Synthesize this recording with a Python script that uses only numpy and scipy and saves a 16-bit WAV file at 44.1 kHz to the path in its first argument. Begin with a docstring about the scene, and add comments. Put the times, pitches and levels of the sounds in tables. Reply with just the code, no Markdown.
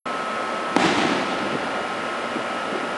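"""Night street: a compressor, probably an air conditioner, hums and whirs steadily close by, tones over fan noise.
At 0.76 s a firework shell bursts overhead: one sharp crack of pressure jumps, overloading the microphone.
Sharp slaps off the nearest houses follow, within a wash of echoes from houses and trees: decaying noise
that swells and rolls away. Last come a few dull returns from far off, short bands of noise."""
import sys
import numpy as np
from scipy import signal
from scipy.fft import rfft, irfft, next_fast_len
from scipy.io import wavfile
from scipy.ndimage import map_coordinates

SR = 44100
rng = np.random.default_rng(int(sys.argv[2]) if len(sys.argv) > 2 else 0)


def int16_out(signal):
    """Quantize to a 16-bit WAV file."""
    q = np.round(np.clip(np.atleast_2d(signal).T, -1, 1) * 32767)
    wavfile.write(sys.argv[1], SR, q.astype(np.int16))


N = 130977

# The shock and its first reflections off ground and wall, before the crack's colour:
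# [delay t/s, level/dB, rise time constant t/s, length of the push t/s]
SHOCKS = [(0, -2, 0.000047, 0.00042), (.0005, 11, 0.000046, 0.0004), (.0024, 5.5, 0.0003, 0.00075),
          (.0037, 1.5, 0.00011, 0.00099)]
# Colour of the crack and the slaps: [f/Hz, level/dB]
CRACK_COLOUR = [(40, -32), (120, -13), (280, 4), (550, -7.5), (1100, -1.5), (1700, -6), (2500, 1),
                (3600, -2.5), (4900, 3), (6000, 2), (7300, 2), (10500, -8)]
# Sharp returns from nearby houses, before the same colour; a longer rise is duller:
# [t/s, level/dB, rise time constant t/s]
HOUSE_SLAPS = [(0.801, -17, 0.000065), (.8495, -17, 0.00021), (.861, -1, .0003), (0.873, -13, .0001),
               (0.895, -10, 0.00011), (1.016, -20, 0.00022)]
# Relative colour of the wash of echoes: [f/Hz, level/dB]
WASH_COLOUR = [(30, -47), (70, -18), (130, -14), (200, 0), (350, 3), (500, -10), (760, -0.5), (1150, -9),
               (2000, -7.5), (3500, -12), (5500, -20.5), (8000, -25), (11000, -35.5)]
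# Reverberation time, the time to fall 60 dB: [f/Hz, t/s]
WASH_T60 = [(100, 4.4), (300, 3.55), (800, 3.2), (2500, 2.78), (5000, 2.5), (10000, 1.3)]
# Time constant of the wash's build-up: [f/Hz, t/s]
WASH_RISE = [(200, 0.013), (800, .02), (2500, 0.038), (9000, 0.038)]
# Dull returns from house fronts and, later, from far buildings or perhaps other distant shells:
# [t/s, level/dB, fade time constant t/s, centre f/Hz]
THUMPS = [(0.785, -22.5, 0.004, 266), (0.819, -20, 0.0071, 246), (0.922, -19, 0.0053, 286),
          (0.973, -22, .008, 273), (1.047, -19, 0.014, 314), (1.118, -20.5, 0.0073, 278),
          (1.151, -24, .015, 317), (1.524, -25.5, 0.033, 320), (1.551, -18.5, 0.01, 355),
          (1.76, -30, 0.091, 770), (2.358, -22, 0.02, 357), (2.38, -32, 0.018, 282),
          (2.727, -21.5, .012, 454), (2.752, -21.5, 0.018, 414), (2.826, -24.5, 0.017, 343)]
# Compressor tones: [multiple of the shaft rate, rms level/dB before the microphone turns, rms level/dB after]
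SHAFT_TONES = [(4, -48, -47), (9, -49, -45), (10, -46, -43), (11, -44, -47), (13, -49, -45), (15, -49, -50),
               (18, -39.5, -43), (19, -46, -48), (21, -46, -47), (22, -32, -36), (23, -51, -45),
               (24, -42, -39.5), (28, -50, -49), (40, -57, -53), (48, -57, -54), (49, -62, -49),
               (56, -54, -59), (71, -59, -70), (72, -63, -63), (85, -72, -63), (86, -62, -64),
               (88, -66, -65), (157, -65, -66)]
# Relative colour of the rush of air: [f/Hz, level/dB]
AIR_COLOUR = [(25, -54), (38, -49), (50, -16.5), (70, -26), (105, -12), (150, -12.5), (215, -0.5),
              (420, -1), (580, 2.5), (760, 0), (950, -3.5), (1800, -5.5), (2800, -11), (4000, -19),
              (6500, -27), (11000, -31.5)]

BURST_S = 0.7642
BARK_HZ, BARK_WIDTH_HZ, BARK_GAIN = 770, 170, 1.9
WASH_DB, WASH_DELAY_S = -17.5, 0.0037  # strength; path to the nearest wall
WALLS_PER_S, WALL_SHARE = 900, 0.22  # single reflections within the wash; their share of its power
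SURGE_S, SURGE_WIDTH_S, SURGE_DB = 0.86, 0.011, 1.5  # a crest where many returns arrive together
THUMP_BELOW_DB, THUMP_ABOVE_DB = -14, -17  # per half squared octave below centre; per octave above
SHAFT_HZ = 58.93
AIR_DB, AIR_THROB = -28.5, 0.094  # rms level; depth of the pulsing
TURN_S, TURN_LENGTH_S = 0.7, 0.45  # the microphone turns
START_S, OPENING_S = 0.055, 0.005
OVERLOAD_LEVEL, TOP_HZ = 0.72, 11100


def amp(db):
    """Amplitude factor of a level in dB."""
    return 10 ** (np.asarray(db) / 20)


def unit(x):
    """x at rms 1."""
    return x / np.sqrt(np.mean(x ** 2) + 1e-20)


def along(points, hz):
    """Interpolate (f/Hz, value) points on a log frequency axis."""
    f, value = np.transpose(points)
    return np.interp(np.log(hz + 1), np.log(f + 1), value)


def clock():
    """Time of every sample, in seconds."""
    return np.arange(N) / SR


def wobble(rate_hz):
    """A smooth random curve with rate_hz knots a second."""
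    knots = rng.standard_normal(int(N * rate_hz / SR) + 4)
    return map_coordinates(knots, [clock() * rate_hz])


def filtered(x, response):
    """x times a response of frequency, with room so that the tail does not wrap round."""
    size = next_fast_len(N + SR // 2)
    hz = np.fft.rfftfreq(size, 1 / SR)
    return irfft(rfft(x, size) * response(hz), size)[:N]


def coloured(x, colour):
    """x shaped by a colour table, at rms 1."""
    return unit(filtered(x, lambda hz: amp(along(colour, hz))))


def causal(x, colour, size=4096):
    """x through a minimum-phase filter of the given colour, so that nothing sounds ahead of a sharp onset."""
    gain = amp(along(colour, np.fft.rfftfreq(size, 1 / SR)))
    cepstrum = irfft(np.log(gain))
    # fold the cepstrum onto positive time
    cepstrum[1:size // 2] *= 2
    cepstrum[size // 2 + 1:] = 0
    impulse = irfft(np.exp(rfft(cepstrum)))
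    return signal.fftconvolve(x, impulse)[:N]


def shock(start_s, rise_s, push_s):
    """A pressure jump that falls through zero into a weak suction."""
    age = np.maximum(clock() - start_s, 0)
    rise = 1 - np.exp(-age / rise_s)
    return rise * (1 - age / push_s) * np.exp(-age / push_s)


def bang(slap_push_s=0.0012):
    """The burst's shocks, a resonance that barks hollow in the low middle, and slaps off the nearest houses."""
    direct = sum(amp(db) * shock(BURST_S + delay, rise, push) for delay, db, rise, push in SHOCKS)

    def resonance(hz):
        damping = 1j * hz * BARK_WIDTH_HZ
        return damping / (BARK_HZ ** 2 - hz ** 2 + damping)

    bark = filtered(direct, resonance)
    slaps = sum(amp(db) * shock(s, rise, slap_push_s) for s, db, rise in HOUSE_SLAPS)
    return causal(direct + BARK_GAIN * bark + slaps, CRACK_COLOUR)


def wash(swell_db=1.0):
    """Countless reflections, as noise and random impulses, build up, crest and die away, the treble first."""
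    walls = unit((rng.random(N) < WALLS_PER_S / SR) * rng.standard_normal(N))
    diffuse = rng.standard_normal(N)
    scatter = coloured(np.sqrt(WALL_SHARE) * walls + np.sqrt(1 - WALL_SHARE) * diffuse, WASH_COLOUR)

    # rise and decay separately in each frequency band
    hz, t, bands = signal.stft(scatter, SR, nperseg=256)
    hz = hz[:, None]
    age = np.maximum(t - BURST_S - WASH_DELAY_S, 0)
    build_up = 1 - np.exp(-age / along(WASH_RISE, hz))
    decay = np.exp(-np.log(1000) * age / along(WASH_T60, hz))
    echoes = signal.istft(bands * build_up * decay, SR, nperseg=256)[1][:N]

    surge_db = SURGE_DB * np.exp(-((clock() - SURGE_S) / SURGE_WIDTH_S) ** 2)
    return amp(WASH_DB + surge_db + swell_db * wobble(29.87)) * echoes


def thumps(rise_s=0.002):
    """Dull returns: brief noise smeared into a band that falls away on both sides of its centre."""
    out = np.zeros(N)
    for s, db, fade_s, centre_hz in THUMPS:
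        age = np.maximum(clock() - s, 0)
        envelope = np.minimum(age / rise_s, 1) * np.exp(-np.maximum(age - rise_s, 0) / fade_s)

        def band(hz):
            octaves = np.log2((hz + 1) / centre_hz)
            below_db = THUMP_BELOW_DB * octaves ** 2 / 2
            return amp(np.where(octaves < 0, below_db, THUMP_ABOVE_DB * octaves))

        thump = filtered(envelope * rng.standard_normal(N), band)
        # give the filtered noise the energy of its envelope
        out += amp(db) * thump * np.linalg.norm(envelope) / np.linalg.norm(thump)
    return out


def compressor(drift_hz=0.038, phase_waver=0.6, waver_db=1.0):
    """Wavering shaft harmonics, rebalanced as the microphone turns, over air throbbing at twice the shaft rate."""
    shaft_angle = 2 * np.pi * np.cumsum(SHAFT_HZ + drift_hz * wobble(3.115)) / SR
    turned = np.clip((clock() - TURN_S) / TURN_LENGTH_S, 0, 1)
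    hum = np.zeros(N)
    for order, before_db, after_db in SHAFT_TONES:
        phase = rng.uniform(0, 2 * np.pi) + phase_waver * wobble(5.59)  # radians
        level_db = before_db + turned * (after_db - before_db) + waver_db * wobble(5.11)
        hum += np.sqrt(2) * amp(level_db) * np.sin(order * shaft_angle + phase)
    throb = 1 + AIR_THROB * np.sin(2 * shaft_angle)
    air = coloured(rng.standard_normal(N), AIR_COLOUR) * throb
    return hum + amp(AIR_DB) * air


def scene():
    """The firework and its echoes over the steady machine nearby."""
    return (bang() + wash() + thumps() + compressor())[None]


def record(dry, hardness=8):
    """The microphone opens just after the start, overloads on loud peaks and keeps nothing above its band limit."""
    x = dry[0] * np.clip((clock() - START_S) / OPENING_S, 0, 1)
    x = x / (1 + np.abs(x / OVERLOAD_LEVEL) ** hardness) ** (1 / hardness)
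    return filtered(x, lambda hz: hz < TOP_HZ)[None]


dry = scene()
out = record(dry)
int16_out(out)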